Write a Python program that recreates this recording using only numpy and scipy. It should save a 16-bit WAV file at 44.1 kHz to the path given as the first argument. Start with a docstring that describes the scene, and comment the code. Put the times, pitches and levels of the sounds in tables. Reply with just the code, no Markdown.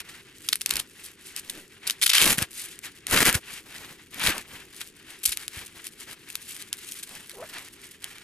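"""First a soft rustle of webbing over a faint, low room hum; then a hook-and-loop strap is peeled open on a bed.
Gentle hand moves are flickering hiss with fibre ticks; hooks let go as very short noise bursts, in short slips,
lone pops or dense tears under a hard pull. All of these ring the loose flap, and moves and tears shake the strap.
Soft bumps are short low pushes, low rasps are nearly even pulses ringing a broad resonance,
and one late squeak is a rough tone. A close two-port microphone in a quiet room hears it in stereo."""
import sys
import numpy as np
from scipy import signal
from scipy.fft import rfft, irfft, next_fast_len
from scipy.io import wavfile

SR = 44100
rng = np.random.default_rng(int(sys.argv[2]) if len(sys.argv) > 2 else 0)


def unload_wav(signal):
    """Save mono or channel-first audio to the path in sys.argv[1] as 16-bit WAV at rate SR, clipped to [-1, 1]."""
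    wavfile.write(
        sys.argv[1],
        SR,
        np.round(np.clip(np.atleast_2d(signal).T, -1, 1) * 32767).astype(np.int16),
    )


N = 363107
TIME = np.arange(N) / SR
HZ = np.maximum(np.fft.rfftfreq(next_fast_len(N + 4096), 1 / SR), 1)   # 1 Hz floor keeps the logarithm finite


def from_db(db):
    """Decibels to gain."""
    return 10 ** (np.asarray(db) / 20)


def rms_one(x):
    """Scale to an average (rms) strength of 1."""
    return x / np.sqrt(np.mean(x ** 2) + 1e-20)


def in_time(rows):
    """Turn table columns into curves joined by straight lines, one value per sample."""
    s, *columns = np.transpose(rows)
    return [np.interp(TIME, s, column) for column in columns]


def at_hz(points):
    """Read a frequency table at every frequency, along a logarithmic pitch scale."""
    hz, value = np.transpose(points)
    return np.interp(np.log(HZ), np.log(hz), value)


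def drift(rate_hz):
    """Random wandering with a spread of 1; a higher rate wanders faster."""
    r = np.exp(-2 * np.pi * rate_hz / SR)
    settle = 8000   # samples dropped while the filter settles
    wander = signal.lfilter([1], [1, -2 * r, r * r], rng.standard_normal(N + settle))
    return rms_one(wander[settle:])


# How far the left port runs ahead: (frequency [Hz], lead [radians])
PORT_LEAD = [(60, 0.046), (1200, 0.78), (1700, 0.1), (3600, 1.5), (5500, 0.6)]
# How alike the two ports hear the sound: (frequency [Hz], share alike [0 to 1])
LIKENESS = [(60, 0.96), (1500, 0.98), (4000, 0.7), (12000, 0.7)]
# Loudness difference between the ports: (frequency [Hz], left over right [dB])
PORT_BALANCE = [(900, 0), (3500, 1.5), (14000, 0.5)]


def colour(pair, spectrum):
    """Shape the tone without ringing ahead of time, then mix shared and private sound into two ports."""
    size = 2 * (len(HZ) - 1)
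    log_gain = np.log(from_db(at_hz(spectrum)))
    log_gain -= np.log(np.mean(np.exp(2 * log_gain))) / 2   # only the shape counts, not its overall level
    # folding the cepstrum forward gives a minimum-phase filter
    cepstrum = irfft(log_gain, size)
    cepstrum[1:size // 2] *= 2
    cepstrum[size // 2 + 1:] = 0
    shared, private = rfft(pair, size) * np.exp(rfft(cepstrum))
    alike = np.clip(at_hz(LIKENESS), 0, 1)
    mid = np.sqrt((1 + alike) / 2) * shared
    side = np.sqrt((1 - alike) / 2) * private
    # half of the lead and balance goes to each port
    port = from_db(at_hz(PORT_BALANCE) / 2) * np.exp(.5j * at_hz(PORT_LEAD))
    return irfft([(mid + side) * port, (mid - side) / port], size)[:, :N]


def lifted(pair, lift_db, hz=4500):
    """Tilt the tone about a crossover: treble up by half the lift, the rest down by half."""
    low = signal.sosfilt(signal.butter(2, hz, fs=SR, output="sos"), pair)
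    high = signal.sosfilt(signal.butter(2, hz, "high", fs=SR, output="sos"), pair)
    return low * from_db(-lift_db / 2) - high * from_db(lift_db / 2)   # minus keeps the halves in step


def bursts(clicks, rise_s, fall_s):
    """Each click is a very short burst of noise with a softened start."""
    rise, fall = np.exp(-1 / (rise_s * SR)), np.exp(-1 / (fall_s * SR))
    envelope = signal.lfilter([1 - rise], np.convolve([1, -rise], [1, -fall]), clicks + 1e-18)
    return envelope * rng.choice([-1, 1], (2, N))


def grains(per_s, spread_db, clump_db, clump_rate):
    """Random clicks of uneven size that come in clumps."""
    sizes = from_db(spread_db * np.minimum(rng.exponential(1, N), 3))
    chance = per_s * from_db(clump_db * drift(clump_rate)) / SR
    return sizes * (rng.random(N) < chance)


# Tone of the room hum: (frequency [Hz], relative level [dB])
ROOM_TONE, ROOM_DB = [(20, -9), (40, -2), (260, 0.5), (390, 3), (700, -24.5), (1500, -38)], -57.5


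def room():
    """The room's low, steady hum is noise with little treble, wavering slightly in level."""
    return from_db(ROOM_DB + 0.5 * drift(4.2)) * colour(rng.standard_normal((2, N)), ROOM_TONE)


# Gentle moves of the hand over the webbing:
# (start [s], length [s], level [dB], treble lift [dB])
RUBS = [(-.06, 0.1, -35.5, 5), (0.027, 0.22, -46, -2), (0.33, 0.35, -47, 17), (0.653, 0.21, -40, -9),
        (0.948, 0.22, -47.5, 6), (1.225, 0.17, -45.5, 7), (1.355, 0.073, -38, 4), (1.375, 0.34, -44.5, 3.5),
        (1.84, 0.12, -41, -0.5), (2.307, 0.071, -35, -7), (2.365, 0.1, -35.5, -12.5),
        (2.492, 0.3, -40.5, 7.5), (2.823, 0.076, -38, 8.5), (3.062, 0.12, -33, -2.5),
        (3.293, .11, -39.5, -19.5), (3.42, 0.23, -40.5, 2.5), (3.614, 0.41, -45.5, -9),
        (4.108, 0.38, -36.5, -5), (4.261, 0.19, -44.5, -11), (4.448, 0.25, -48.5, -13),
        (4.706, 0.23, -45, 8), (5.059, 0.12, -44, -0.5), (5.244, 0.12, -35.5, 10.5),
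        (5.347, 0.14, -39.5, 3.5), (5.496, 0.2, -39, 2.5), (5.735, 0.12, -46.5, -4.5),
        (5.832, 0.077, -42, 9), (5.971, 0.094, -43.5, 7.5), (6.061, 0.1, -40.5, -5),
        (6.208, 0.27, -46.5, 2.5), (6.379, 0.35, -42.5, 9.5), (6.707, 0.41, -44, 10.5),
        (7.051, 0.26, -42.5, 2.5), (7.28, 0.14, -47.5, 11), (7.37, 0.42, -44.5, -1),
        (7.805, 0.11, -48.5, 6), (7.961, 0.33, -46, 2)]
RUB_PEAK_AT, RUB_SHARPNESS = 0.42, 1.49   # share of the length where a move is strongest; power of the swell
RUB_SHAKE_DB, DULL_SHAKE = -8.5, 0.91   # shaking against the move; dB lost per dB of lift (dull moves shake more)
REST_DB = -54   # steady faint hiss between the moves
# Hard pulls that tear a run of hooks:
# (start [s], length [s], level [dB], fall by the end [dB], treble lift at the start [dB],
#  treble lift at the end [dB], shaking level [dB], time for shaking to build [s])
TEARS = [(2.146, 0.182, -21, 0.5, -8, 0.5, -27, 0.08), (3.12, 0.11, -23.5, 0, -7, -14, -22.5, 0.0079),
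         (3.254, 0.041, -19.5, -0.5, -7.5, -8, -25.5, 0.0012),
         (4.237, 0.067, -24.5, 4, -11, -8, -29.5, 0.0045)]
GRIP_DB_PER_S, LET_GO_DB_PER_S = 1000, 900   # how fast a tear sets in and ends


def pull():
    """Moves swell and fade, tears grip, hold and let go; gives level, treble lift and shaking in dB."""
    t = TIME[::32]   # coarse steps are enough for the hand
    s, length, rub_db, rub_lift = np.transpose(RUBS)[:, :, None]
    # bend time so that the middle of the swell falls at RUB_PEAK_AT
    along = np.clip((t - s) / length, 0, 1) ** (np.log(.5) / np.log(RUB_PEAK_AT))
    rubs = from_db(rub_db) * np.abs(np.sin(np.pi * along)) ** RUB_SHARPNESS
    rub_shake = rubs * from_db(RUB_SHAKE_DB - DULL_SHAKE * rub_lift)

    s, length, tear_db, fall_db, first_lift, last_lift, shake_db, build_s = np.transpose(TEARS)[:, :, None]
    early, late = np.maximum(s - t, 0), np.maximum(t - s - length, 0)
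    edges_db = -GRIP_DB_PER_S * early - LET_GO_DB_PER_S * late
    torn = np.clip((t - s) / length, 0, 1)
    tears = from_db(tear_db - fall_db * torn + edges_db)
    tear_lift = first_lift + (last_lift - first_lift) * torn
    tear_shake = from_db(shake_db + edges_db) * np.clip((t - s) / build_s, 0, 1) ** 2

    power = np.sum(rubs ** 2, 0) + np.sum(tears ** 2, 0) + from_db(REST_DB) ** 2
    # the stronger a move is, the more its treble lift counts
    lift = (np.sum(rubs ** 2 * rub_lift, 0) + np.sum(tears ** 2 * tear_lift, 0)) / power
    shake = np.sum(rub_shake ** 2, 0) + np.sum(tear_shake ** 2, 0) + 1e-12
    return in_time(np.transpose([t, 10 * np.log10(power), lift, 10 * np.log10(shake)]))


def flap(pair, centre_hz, ring_db, flicker_db, flicker_rate):
    """The loose flap is a row of damped resonances, strongest near the centre, struck with changing strength."""
    out = pair.copy()
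    for hz in np.geomspace(1200, 5000, 10):
        r = np.exp(-np.pi * .12 * hz / SR)   # each ring is 12 % of its pitch wide
        nearness = np.exp(-(np.log2(hz / centre_hz) / 0.59) ** 2)
        struck = pair * nearness * from_db(ring_db + flicker_db * drift(flicker_rate))
        ring = [1, -2 * r * np.cos(2 * np.pi * hz / SR), r * r]
        out += signal.lfilter([(1 - r * r) / 2, 0, (r * r - 1) / 2], ring, struck)
    return out


# Where the flap rings strongest while hooks let go: (time [s], centre [Hz])
FLAP_CENTRE = [(2.1, 3250), (2.33, 2040), (3.3, 1810), (5.2, 2900)]
# Tone of hooks letting go: (frequency [Hz], relative level [dB])
HOOK_TONE = [(400, -22), (800, -14), (1300, -5), (2800, -5.5), (5900, -1.5), (10500, 7.5), (14300, -1)]
# Tone of sliding cloth: (frequency [Hz], relative level [dB])
CLOTH_TONE = [(400, -21.5), (700, -3), (1700, 3.5), (3300, 1), (5800, -4), (10000, -2.5), (14300, -12.5)]
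TEAR_FROM_DB = -34.5   # around this pull level, sliding cloth gives way to tearing hooks


def strap(level_db, lift_db):
    """A stronger pull turns sliding cloth (flickering hiss, fibre ticks) into tearing hooks (dense clumps)."""
    tearing = 1 / (1.11 + np.exp((TEAR_FROM_DB - level_db) / 2))
    gain = from_db(level_db)

    hiss = rng.standard_normal((2, N)) * from_db(2.78 * drift(20.0))
    ticks = bursts(grains(350, 4.0, 6.0, 20), .0002, .0005)
    ticks = rms_one(np.diff(ticks, prepend=0))   # single fibres are small and sound bright
    slide = rms_one(hiss + from_db(4.5) * ticks)
    wavering_lift = lift_db + 5 * drift(11)   # the treble of the rustle wavers at random
    cloth = lifted(gain * np.sqrt(1 - tearing) * slide, wavering_lift)

    rip = rms_one(bursts(grains(1500, 3.3, 2.2, 100), .0002, .0005))
    hooks = lifted(gain * np.sqrt(tearing) * rip, lift_db) + slips()

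    ringing_hooks = flap(hooks, in_time(FLAP_CENTRE)[0], 7.6, 3.0, 51)
    ringing_cloth = flap(cloth, 2180, -3.4, 3.33, 20)
    return colour(ringing_hooks, HOOK_TONE) + colour(ringing_cloth, CLOTH_TONE)


# Tone of the shaking strap and sheet: (frequency [Hz], relative level [dB])
SHAKE_TONE = [(40, -9), (300, -5.5), (700, -13.5), (1100, -12.5), (2000, -19)]


def shaking(shake_db):
    """Quick uneven jolts make strap and sheet rumble low."""
    jolts = rms_one(bursts(grains(400, 2.0, 2.0, 20), .003, .01))
    return colour(from_db(shake_db) * jolts, SHAKE_TONE)


# Slips of a few hooks in a row: (time [s], strength [dB], length [ms], treble lift [dB])
SLIPS = [(0.4873, -8.5, 3, -1.5), (0.5278, -9.5, 3.7, -8.5), (0.6107, -15.5, 2.0, -8),
         (0.7049, -14.5, 4.5, 0), (0.767, -14, 2.6, 3), (0.7927, -20.5, 8.3, -0.5), (1.497, -19.5, 2.9, 5),
         (1.869, -21, 12.7, 0), (1.8976, -16, 3.7, -11), (2.0148, -14.5, 40, -5), (2.061, -10, 7.8, -5),
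         (2.0935, -11, 12.5, -5.5), (2.1141, -19, 7.2, -21), (2.1332, -6, 3.0, -7),
         (2.146, -14.5, 6.5, -18), (2.158, -19, 12, -28), (2.197, -14.5, 10, -20), (2.2215, -10, 8, -6),
         (2.381, -12.5, 8.6, -4), (2.4216, -12, 5.4, -3), (3.163, -15, 17, -21), (3.3421, -15.5, 8, -11),
         (3.350, -11.5, 4, -7), (4.23, -23, 3.5, -3), (4.251, -17, 3, -12), (4.269, -14.5, 6, -16),
         (4.3805, -14, 1.17, -8), (4.8079, -26.5, 10, -14), (5.2326, -26.5, 12.5, 9),
         (5.2532, -20.5, 11, 18), (5.277, -21.5, 2.2, 18), (5.2922, -15.5, 3.3, 3), (5.3185, -21, 13.5, -2),
         (7.0278, -29, 11, 2), (8.042, -25, 2, 5)]
# Lone hooks popping free: (time [s], strength [dB])
POPS = [(0.556, -12), (0.616, -13), (0.66, -13.5), (0.6928, -18), (0.7375, -16), (0.756, -16),
        (1.3633, -18), (1.9073, -12), (2.043, -15), (2.077, -13), (2.375, -22), (2.79, -24.5),
        (3.0684, -11.5), (3.111, -14), (3.3268, -16.5), (4.144, -23.5), (4.196, -21), (4.2138, -22),
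        (4.245, -17), (5.3721, -14), (5.4798, -16), (5.857, -32), (5.868, -21), (6.288, -31), (6.3009, -29),
        (6.3537, -19), (6.519, -28), (6.565, -21.5), (6.623, -29), (6.7284, -18.5), (6.7382, -25),
        (6.9206, -18), (6.965, -33), (7.092, -30.5), (7.295, -29), (7.5834, -27), (8.183, -32)]
POP_MS, POP_LIFT_DB = 1.2, 3   # length and treble lift of a pop


def slips():
    """Hooks follow each other at uneven steps, strongest midway; freed fibres flutter faintly after."""
    pops = [(s, db, POP_MS, POP_LIFT_DB) for s, db in POPS]
    s, strength_db, length_ms, lift_db = np.transpose(sorted(SLIPS + pops))[:, :, None]
    chance = rng.random((len(s), 2, 14))   # up to 14 hooks per slip
    after_ms = np.cumsum(0.595 + 2.38 * chance[:, 0], axis=1)
    after_ms -= after_ms[:, :1]
    swell = 0.33 + np.sin(np.pi * np.minimum(after_ms / length_ms, 1)) / 2
    weaker_db = 10.6 * chance[:, 1] * (after_ms > 0)   # no random weakening for the first hook
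    sizes = from_db(strength_db + 7.5 - weaker_db) * swell * (after_ms < length_ms)
    clicks = np.zeros(N)
    np.add.at(clicks, np.round((s + after_ms / 1000) * SR).astype(int), sizes)
    snaps = bursts(clicks, 0.00027, 0.00058)
    flutter = from_db(-30) * bursts(clicks, 0.003, 0.011)
    latest = np.clip(np.searchsorted(s[:, 0], TIME) - 1, 0, None)   # the latest slip sets the treble
    return lifted(snaps + flutter, lift_db[latest, 0])


# The strap bumping the sheet: (time [s], strength [dB], basic pitch [Hz])
BUMPS = [(.74, -34, 45), (2.381, -12, 209), (2.42, -14.5, 132), (3.351, -10, 122), (4.28, -17.5, 93),
         (5.28, -31, 61), (5.569, -26, 95.5)]
BUMP_SAG = 0.76   # power of the cycle count: under 1 the pitch falls


def bumps():
    """Each soft bump is a low push that swells over a fraction of a cycle and dies in about two."""
    out = np.zeros(N)
    for s, strength_db, hz in BUMPS:
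        cycles = np.maximum(TIME - s, 0) * hz
        swell = cycles * np.exp(-2.2 * cycles)
        out += from_db(strength_db + 6.5) * swell * np.sin(2 * np.pi * cycles ** BUMP_SAG)
    return out


# Short rough low-mid noises, under a tear or a rub or just after one:
# (start [s], length [s], level [dB], ring [Hz])
RASPS = [(1.457, 0.21, -49, 370), (3.107, .1, -30.5, 455), (4.315, 0.087, -38.5, 1170),
         (7.064, 0.12, -54, 860), (7.484, 0.18, -54.5, 960)]
RASP_PULSES_PER_S, RASP_WIDTH = 260, .6   # typical pulse rate; width of the ring as a share of its pitch


def low_rasps():
    """Nearly even pulses of uneven size ring a broad resonance, giving short rough low-mid noises."""
    turns = np.cumsum(RASP_PULSES_PER_S * from_db(2.5 * drift(60))) / SR
    pulse_now = np.diff(np.floor(turns), prepend=0)   # one pulse at each whole turn
    pulses = rms_one(pulse_now * from_db(3.3 * rng.standard_normal(N)))
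    out = np.zeros(N)
    for s, length, level_db, hz in RASPS:
        r = np.exp(-np.pi * RASP_WIDTH * hz / SR)
        ring = [1, -2 * r * np.cos(2 * np.pi * hz / SR), r * r]
        ringing = rms_one(signal.lfilter([1], ring, pulses))
        swell = np.sin(np.pi * np.clip((TIME - s) / length, 0, 1))
        out += from_db(level_db) * swell * ringing
    return out


# Path of one short squeak: (time [s], pitch [Hz], level [dB])
SQUEAK = [(7.335, 599, -53), (7.36, 379, -47), (7.415, 496, -38.5), (7.43, 661, -34), (7.46, 623, -56)]


def squeak():
    """A rough stick-slip tone: pitch and strength jitter at random."""
    hz, level_db = in_time(SQUEAK)
    turn = 2 * np.pi * np.cumsum(hz * (1 + .08 * drift(300))) / SR
    sounding = (TIME > SQUEAK[0][0]) & (TIME < SQUEAK[-1][0])
    roughness = from_db(-7 + 6 * drift(500))   # bends the wave, adding overtones
    tone = np.sin(turn + roughness * np.sin(turn))
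    return sounding * from_db(level_db + 2.1 * drift(120)) * np.sqrt(2) * tone


# The strap drifts across the ports: (time [s], left over right [dB])
SIDEWAYS = [(0, -0.5), (1.9, 0.5), (6.3, 1.5), (8.2, -1.5)]


def scene():
    """All sources at the two ports; the hand's pull drives both the strap and its shaking."""
    level_db, lift_db, shake_db = pull()
    lean = from_db(in_time(SIDEWAYS)[0] / 2 * np.array([[1], [-1]]))
    moving_strap = lean * strap(level_db, lift_db)
    return room() + moving_strap + shaking(shake_db) + bumps() + low_rasps() + squeak()


OVERLOAD, CUTOFF_HZ = .7, 14300   # size at which peaks are clearly rounded; top of the treble


def record(dry):
    """The highest peaks are rounded, and a steep filter cuts the top of the treble."""
    rounded = dry / (1 + np.abs(dry / OVERLOAD) ** 4) ** (1 / 4)
    return signal.sosfilt(signal.cheby1(12, .5, CUTOFF_HZ, fs=SR, output="sos"), rounded)


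dry = scene()
out = record(dry)
unload_wav(out)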